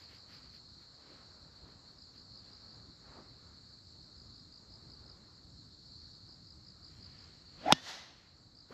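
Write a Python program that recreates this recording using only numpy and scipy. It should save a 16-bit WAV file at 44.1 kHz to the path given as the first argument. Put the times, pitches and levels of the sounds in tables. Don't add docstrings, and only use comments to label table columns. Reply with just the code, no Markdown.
import sys
import numpy as np
from scipy import signal
from scipy.fft import rfft, irfft, next_fast_len
from scipy.io import wavfile
from scipy.ndimage import uniform_filter1d

SR = 44100
rng = np.random.default_rng(int(sys.argv[2]) if len(sys.argv) > 2 else 0)


def invert_db(x):
    u = np.asarray(x, float) / 20
    return 10 ** u


def to_wav(s):
    ch = np.atleast_2d(s).T
    pcm = np.round(np.clip(ch, -1, 1) * 32767)
    wavfile.write(sys.argv[1], SR, pcm.astype(np.int16))


N = 384993
TIME = np.arange(N) / SR
BLOW_S = 7.7241


def evened(x):
    return x / np.sqrt(np.mean(x ** 2) + 1e-20)


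def level_over_time(rows):
    return np.interp(TIME, *np.transpose(rows))


def curve(rows, column, off=-150):
    rows = np.array(rows)
    return np.interp(TIME, rows[:, 0], rows[:, column], off, off)


def slow(per_s, count=30):
    t = TIME[::64]
    rate = np.geomspace(per_s / 15, per_s, count)[:, None]
    waves = np.sin(2 * np.pi * (rate * t + rng.random((count, 1)))) / rate ** 0.19
    return np.interp(TIME, t, evened(waves.sum(0)))


def add(mix, s, sound):
    part = mix[max(round(s * SR), 0):][:len(sound)]
    part += sound[:len(part)]


def noise(spectrum, patchy_db, size=512):
    bin_hz = np.fft.rfftfreq(size, 1 / SR)
    a, b, patches = rng.standard_normal((4 * N // size + 5, len(bin_hz), 3)).T
    patches = uniform_filter1d(patches, size=size // 64, axis=0)
    patches = evened(uniform_filter1d(patches, size=8192 // size, axis=1))
    hz, db = np.transpose(spectrum)
    colour_db = np.interp(np.log(bin_hz + 1), np.log(hz), db, -90, -90)[:, None]
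    z = (a + 1j * b) * invert_db(colour_db + patchy_db * patches)
    return evened(signal.istft(z, nperseg=size, noverlap=3 * size // 4)[1][:N])


def resonate(x, hz, width):
    turn = np.exp(2j * np.pi * np.cumsum(hz * np.ones(len(x))) / SR)
    r = np.exp(-np.pi * width / SR)
    once = signal.lfilter([1 - r], [1, -r], x / turn)
    twice = signal.lfilter([1 - r], [1, -r], once)
    return evened((turn * twice).real)


def band(x, lo_hz, hi_hz):
    return signal.sosfiltfilt(signal.butter(4, [lo_hz, hi_hz], "band", fs=SR, output="sos"), x)


def burst(hz, length, glide):
    u = np.linspace(-.5, .5, round(length * SR))
    return np.cos(np.pi * u) ** 2 * np.sin(2 * np.pi * np.cumsum(hz * (1 + glide * u)) / SR)


def bursts(rows, glide):
    out = np.zeros(N)
    for s, db, hz, length in rows:
        add(out, s - length / 2, invert_db(db) * burst(hz, length, glide))
    return out


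def modes(table, t):
    return sum(invert_db(db - 60 * t / t60) * np.sin(2 * np.pi * hz * t) for hz, db, t60 in table)


# time in seconds, level in dB.
WIND = [(0, -63.5), (1.15, -65), (1.6, -63.5), (3.2, -62), (3.9, -62.5), (4.4, -60.5), (5.7, -61),
        (6.1, -61), (7.3, -61), (8.73, -62)]
# pitch in Hz, strength in dB per Hz.
RUMBLE = [(15, -51.5), (25, -23.5), (52, 0.5), (97, 0.5), (141, -5), (292, -13), (322, -14.5), (500, -28.5),
          (650, -51.5), (1100, -120)]


def wind():
    lumps_db = slow(per_s=9)
    return invert_db(level_over_time(WIND) + lumps_db) * noise(RUMBLE, patchy_db=1.1, size=2048)


# middle in seconds, scuff on grass in dB, length in seconds,
# swish of cloth beside the scuff in dB.
MOVES = [(0.024, -66, 0.068, -2.5), (.13, -64, 0.11, -12), (0.338, -63, .1, -5.5), (.45, -71, 0.15, -3),
         (0.554, -68, 0.064, -9), (0.825, -74.5, .06, 2), (1.124, -69.5, 0.24, 3), (1.58, -79, 0.12, -2),
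         (1.696, -74, 0.11, 2), (1.87, -81, .1, -8), (2.17, -74, .08, -3), (2.48, -74, .14, 1),
         (3.151, -74.5, .22, 13), (3.92, -82.5, .2, 1), (4.61, -89, 0.067, -2), (6.952, -73.5, .15, -12),
         (7.21, -68.5, 0.44, -6), (7.6, -69.5, 0.24, -1), (8.198, -64, 0.26, -7), (8.745, -59, 0.069, 8)]


def moves():
    s, db, length, cloth_db = np.transpose(MOVES)[:, :, None]
    t = TIME[::64]
    power = invert_db(db) ** 2 * np.exp(-(2.61 * (t - s) / length) ** 2)
    fizz_share = invert_db(-20) * .08 / length
    shares = 1, invert_db(cloth_db), fizz_share
    return [np.interp(TIME, t, np.sqrt((power * share ** 2).sum(0))) for share in shares]


# time in seconds, level in dB.
BREEZE = [(0, -70), (.7, -71.5), (1.3, -67.5), (2.3, -72), (2.75, -66.5), (2.95, -71.5), (3.45, -68),
          (3.85, -73.5), (5.1, -69), (5.7, -74), (6.5, -72.5), (7.2, -71), (7.5, -73.5), (8.1, -67.5),
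          (8.5, -70.5)]
# pitch in Hz, strength in dB per Hz.
RUSTLE = [(150, -8.5), (230, 4.5), (330, -3), (480, -2), (850, -6), (1280, -4), (1700, -9.5), (2300, -18.5),
          (3000, -29)]
SCUFF = [(1200, -5.5), (1900, -1), (2600, -4.5), (3400, -4.5), (5000, -8), (7000, -16), (8300, -24.5),
         (8900, -46)]
FIZZ = [(9000, -31.5), (9500, -14), (10500, -8.5), (12000, -0.5), (12900, -7.5), (13300, -26.5)]


def rustles():
    breeze = invert_db(level_over_time(BREEZE) + 0.5 * slow(per_s=9))
    feet, cloth, blades = moves()
    rustle = np.hypot(breeze, cloth)
    scuff = np.hypot(invert_db(-11.5) * breeze, feet)
    fizz = np.hypot(invert_db(-97), blades)
    mid = rustle * noise(RUSTLE, patchy_db=1.5) + scuff * invert_db(-1.5) * noise(SCUFF, patchy_db=-0.5)
    mid += fizz * noise(FIZZ, patchy_db=1.1)
    return mid, fizz * invert_db(-5.0) * noise(FIZZ, patchy_db=0.5)


# pitch in Hz, strength in dB per Hz.
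FAR_INSECTS = [(5300, -10.5), (6100, -6.5), (7200, 1), (7900, -8), (8600, -22.5), (8900, -47)]


def far_insects():
    return invert_db(-78) * noise(FAR_INSECTS, patchy_db=1.7)


# time in seconds, level in dB.
CHORUS = [(0, -61.5), (.1, -60.5), (1.26, -61), (1.6, -61.5), (3.6, -61), (5.3, -62.5), (6.0, -59),
          (6.4, -63), (7.5, -62), (8.73, -62.5)]
# pitch in Hz, strength in dB per Hz.
CHORUS_COLOUR = [(1940, -56.5), (3300, -28), (3590, -18.5), (4000, -6.5), (4320, 2), (4530, 0.5),
                 (4990, -9.5), (5560, -16), (6100, -31), (7930, -56.5), (13400, -120)]


def chorus(count=22):
    out = np.zeros(N)
    for pitch, pace, size, phrase, start in rng.random((count, 5)):
        strokes = np.diff(np.floor(TIME * (54 + 12 * pace) + start), prepend=0) > 0
        singing = np.sin(2 * np.pi * (TIME * (4.5 + 2.5 * phrase) + start)) > -.3
        stroke = burst(4020 + 660 * pitch, length=.011, glide=-.13)
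        out += invert_db(-7 * size - 4 * pitch) * signal.oaconvolve(1. * strokes * singing, stroke)[:N]
    blur = noise(CHORUS_COLOUR, patchy_db=1.74)
    swell_db = 0.45 * slow(per_s=7)
    return invert_db(level_over_time(CHORUS) + swell_db) * evened(evened(out) + 1.7 * blur)


# first chirp in seconds, last chirp in seconds, stroke level in dB.
PHRASES = [
    (0.0, 0.0, -58),
    (.146, .508, -59.5),
    (1.982, 2.688, -57),
    (3.656, 4.006, -63),
    (4.161, 5.059, -56.5),
    (6.112, 6.112, -61),
    (6.287, 7.185, -55.5),
    (7.095, 7.095, -59),
    (8.549, 8.549, -55),
]
# level in dB of each, four of its own and three from the neighbour.
STROKES_DB = [
    3,
    4.5,
    5.5,
    4.5,
    -6,
    -6,
    -8,
]


def near_cricket():
    chirp_gap_s, stroke_gap_s = .178, .0175
    out = np.zeros(N)
    for first, last, db in PHRASES:
        times = np.linspace(first, last, round((last - first) / chirp_gap_s) + 1)
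        edge = abs(2 * (times - first) / max(last - first, chirp_gap_s) - 1) ** 2
        chirps_db = db - 1.5 * edge
        for s, chirp_db, chance in zip(times, chirps_db, rng.standard_normal((len(times), 7, 2))):
            for k, stroke_db in enumerate(STROKES_DB):
                stroke = burst(4830 + 40 * chance[k, 0], length=.012, glide=-0.2)
                add(out, s + stroke_gap_s * k, invert_db(chirp_db + stroke_db + 1.6 * chance[k, 1]) * stroke)
    leaves = rng.standard_normal(2000) * invert_db(-60 * np.arange(2000) / SR / 0.025)
    return out + invert_db(-8.5) * signal.oaconvolve(out, leaves / np.linalg.norm(leaves))[:N]


def automatic_gain():
    since = TIME - BLOW_S
    down = np.clip(since / .15, 0, 1)
    up = np.clip((since - 0.53) / 0.17, 0, 1)
    dip_left = 0.52
    return invert_db(2.5 - 5.5 * down * (1 - (1 - dip_left) * up))


def background():
    mid, side = rustles()
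    mid = mid + wind() + chorus() + near_cricket() + far_insects()
    return automatic_gain() * np.array([mid + side, mid - side])


# middle in seconds, peak level in dB, pitch in Hz, length in seconds.
KNOCK = [
    (8.7095, -43.5, 444, 0.0094),
    (8.7185, -55, 1140, .007),
    (8.7255, -52, 1210, 0.0088),
]


def knock():
    return bursts(KNOCK, glide=.1)


# time in seconds, level in dB.
ECHO = [
    (7.74, -63),
    (7.748, -49.5),
    (7.812, -55.5),
    (7.894, -44),
    (8.068, -56),
    (8.162, -64.5),
    (8.25, -73),
]
# pitch in Hz, strength in dB per Hz.
ECHO_COLOUR = [(88, -44), (150, -13), (208, -27), (242, -10), (438, -4), (561, -17), (667, -2),
               (1230, -6.5), (1980, -2.5), (2310, -10), (3950, -1), (6020, -8), (9160, -33.5), (12000, -30),
               (14500, -59)]


def tree_echo():
    trees = noise(ECHO_COLOUR, patchy_db=.8, size=256)
    top = band(trees, 6500, 14000)
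    since = np.clip(TIME - BLOW_S, 0, 1)
    trees = trees - top + invert_db(6.0 - 52 * abs(since - .16)) * top
    return invert_db(curve(ECHO, column=1) - 0.1) * trees


# time in seconds, level in dB, pitch factor.
FOLLOW = [
    (7.728, -51, .985),
    (7.75, -53, .995),
    (7.79, -54.5, 1.03),
    (7.84, -58, 1.075),
    (7.9, -57.5, 1.1),
    (8.0, -61, 1.125),
    (8.12, -80, 1.14),
]
# pitch in Hz, width in Hz, level in dB, extra change in dB a second.
HEAD = [
    (1800, 50, 1.5, -12),
    (2910, 60, 0.0, -70),
    (3390, 120, -0.5, -25),
]


def ringing_head():
    air = rng.standard_normal(N)
    factor = curve(FOLLOW, column=2, off=0.94)
    since = np.clip(TIME - BLOW_S, 0, 1)
    turns = np.cumsum(factor) / SR
    clear = np.exp(-since / .25)
    head = np.zeros(N)
    for hz, width, db, fade_db in HEAD:
        pure = np.sin(2 * np.pi * hz * turns)
        blurred = resonate(air, hz * factor, width)
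        head += invert_db(db + fade_db * since) * (clear * pure + (1 - clear) * blurred)
    return invert_db(curve(FOLLOW, column=1)) * head


# time in seconds, shaft whistle in dB, whistle pitch in Hz.
SWING = [
    (7.57, -73, 483),
    (7.63, -55, 563),
    (7.66, -42, 620),
    (7.69, -32.5, 710),
    (7.715, -31, 774),
    (7.7235, -28.5, 820),
    (7.735, -68, 820),
]
# middle in seconds, peak level in dB, pitch in Hz, length in seconds.
EDDIES = [
    (7.665, -32, 668, .018),
    (7.672, -36, 293, .03),
    (7.685, -23, 788, 0.015),
    (7.696, -29, 742, .01),
    (7.708, -16.5, 824, 0.014),
    (7.708, -34, 1695, 0.01),
    (7.687, -40, 2014, 0.0088),
]


def swing():
    hz = curve(SWING, column=2, off=600)
    air = rng.standard_normal(N)
    whistle = resonate(air, hz, 260) + 0.25 * resonate(air, 2 * hz, 450)
    rush = resonate(air, 290, 160)
    hiss_colour = [(900, 1.0), (2000, 2.0), (4000, -0.5), (6500, -12.5), (8500, -27.0), (9200, -41.5),
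                   (12000, -29), (13500, -52)]
    hiss = noise(hiss_colour, patchy_db=3.0, size=256)
    whistle_db = curve(SWING, column=1, off=-300)
    under_db = np.minimum(whistle_db + 32, 0)
    blow_hiss = invert_db(-24) * np.exp(-abs(TIME - BLOW_S) / .003)
    layers = invert_db(whistle_db) * whistle + invert_db(-44 + 0.54 * under_db) * rush
    layers += (invert_db(-46 + 0.52 * under_db) + blow_hiss) * hiss
    return layers + bursts(EDDIES, glide=0.1)


# pitch in Hz, level in dB, seconds to fade by 60 dB.
CLUB = [(1410, -9, .009), (2060, -9.5, 0.005), (2690, -10.5, 0.0076), (3370, 2.5, 0.0044),
        (2910, -24.5, 0.037), (3580, -23, 0.021), (3700, -14.5, 0.014), (4170, -15, 0.0073),
        (4640, -27.5, 0.021), (5340, -31.5, 0.04), (5810, -17.5, 0.017), (5930, -21.5, 0.013),
        (7100, -24, 0.0072), (7960, -7.5, 0.0022), (9200, -16, 0.0013), (11800, -26.5, .003),
        (13980, -35, .003)]
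# pitch in Hz, level in dB, seconds to fade by
# 60 dB.
RECOIL = [
    (60, -38, .07),
    (153, -29, 0.064),
    (257.7, -45, 0.25),
    (620, -11.5, 0.014),
    (820, -9.5, 0.0109),
]


def blow():
    t = np.arange(SR // 8) / SR
    face = modes(CLUB, t) * (1 - np.exp(-t / .00006))
    spray_colour = [(400, -11.5), (2000, -10.5), (3600, -1.0), (4700, -9), (6200, -7), (7800, -25.0),
                    (9500, -37), (12000, -40.5), (13500, -57.0)]
    spray = noise(spray_colour, patchy_db=3.0, size=256)[:len(t)]
    swell = (t / 0.0039) ** 2 * np.exp(1 - (t / 0.004) ** 2)
    thud = invert_db(-16.5) * swell * np.sin(2 * np.pi * 250 * t)
    from_turf = band(face, 700, 6500) * (1 - np.exp(-(t / 0.00041) ** 2))
    out = np.zeros(N)
    add(out, BLOW_S, face + spray * invert_db(-22.5 - 60 * t / .032))
    add(out, BLOW_S + .0001, -modes(RECOIL, t))
    add(out, BLOW_S + 0.00031, thud)
    add(out, BLOW_S + .0031, -invert_db(-13.5) * from_turf)
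    return out


def scene():
    ceiling = 0.65
    crack = ceiling * np.tanh(blow() / ceiling)
    crack = band(crack, 45, 17000)
    rush = swing() + ringing_head() + tree_echo()
    front = band(np.roll(crack, 4) * np.exp(-((TIME - BLOW_S) / .002) ** 2), 2300, 12500)
    side = invert_db(-12.5) * front + invert_db(-2.5) * band(np.roll(rush, 90), 10800, 13000)
    mid = crack + rush + knock()
    return background() + np.array([mid + side, mid - side])


def roll_off(x):
    return signal.sosfilt(signal.butter(12, 16470, fs=SR, output="sos"), x)


# pitch in Hz, gain in dB.
OVERALL_COLOUR = [(25, -10), (60, -3.5), (150, -0.5), (8750, -1), (8950, -9), (9150, -13), (9400, -3),
                  (13000, -2), (14500, -6.5), (16200, -25.5)]


def record(dry):
    hz, db = np.transpose(OVERALL_COLOUR)
    size = next_fast_len(N)
    colour = invert_db(np.interp(np.log(np.fft.rfftfreq(size, 1 / SR) + 1), np.log(hz), db))
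    mix = irfft(rfft(dry, size) * colour, size)[:, :N]
    return roll_off(mix)


dry = scene()
out = record(dry)
to_wav(out)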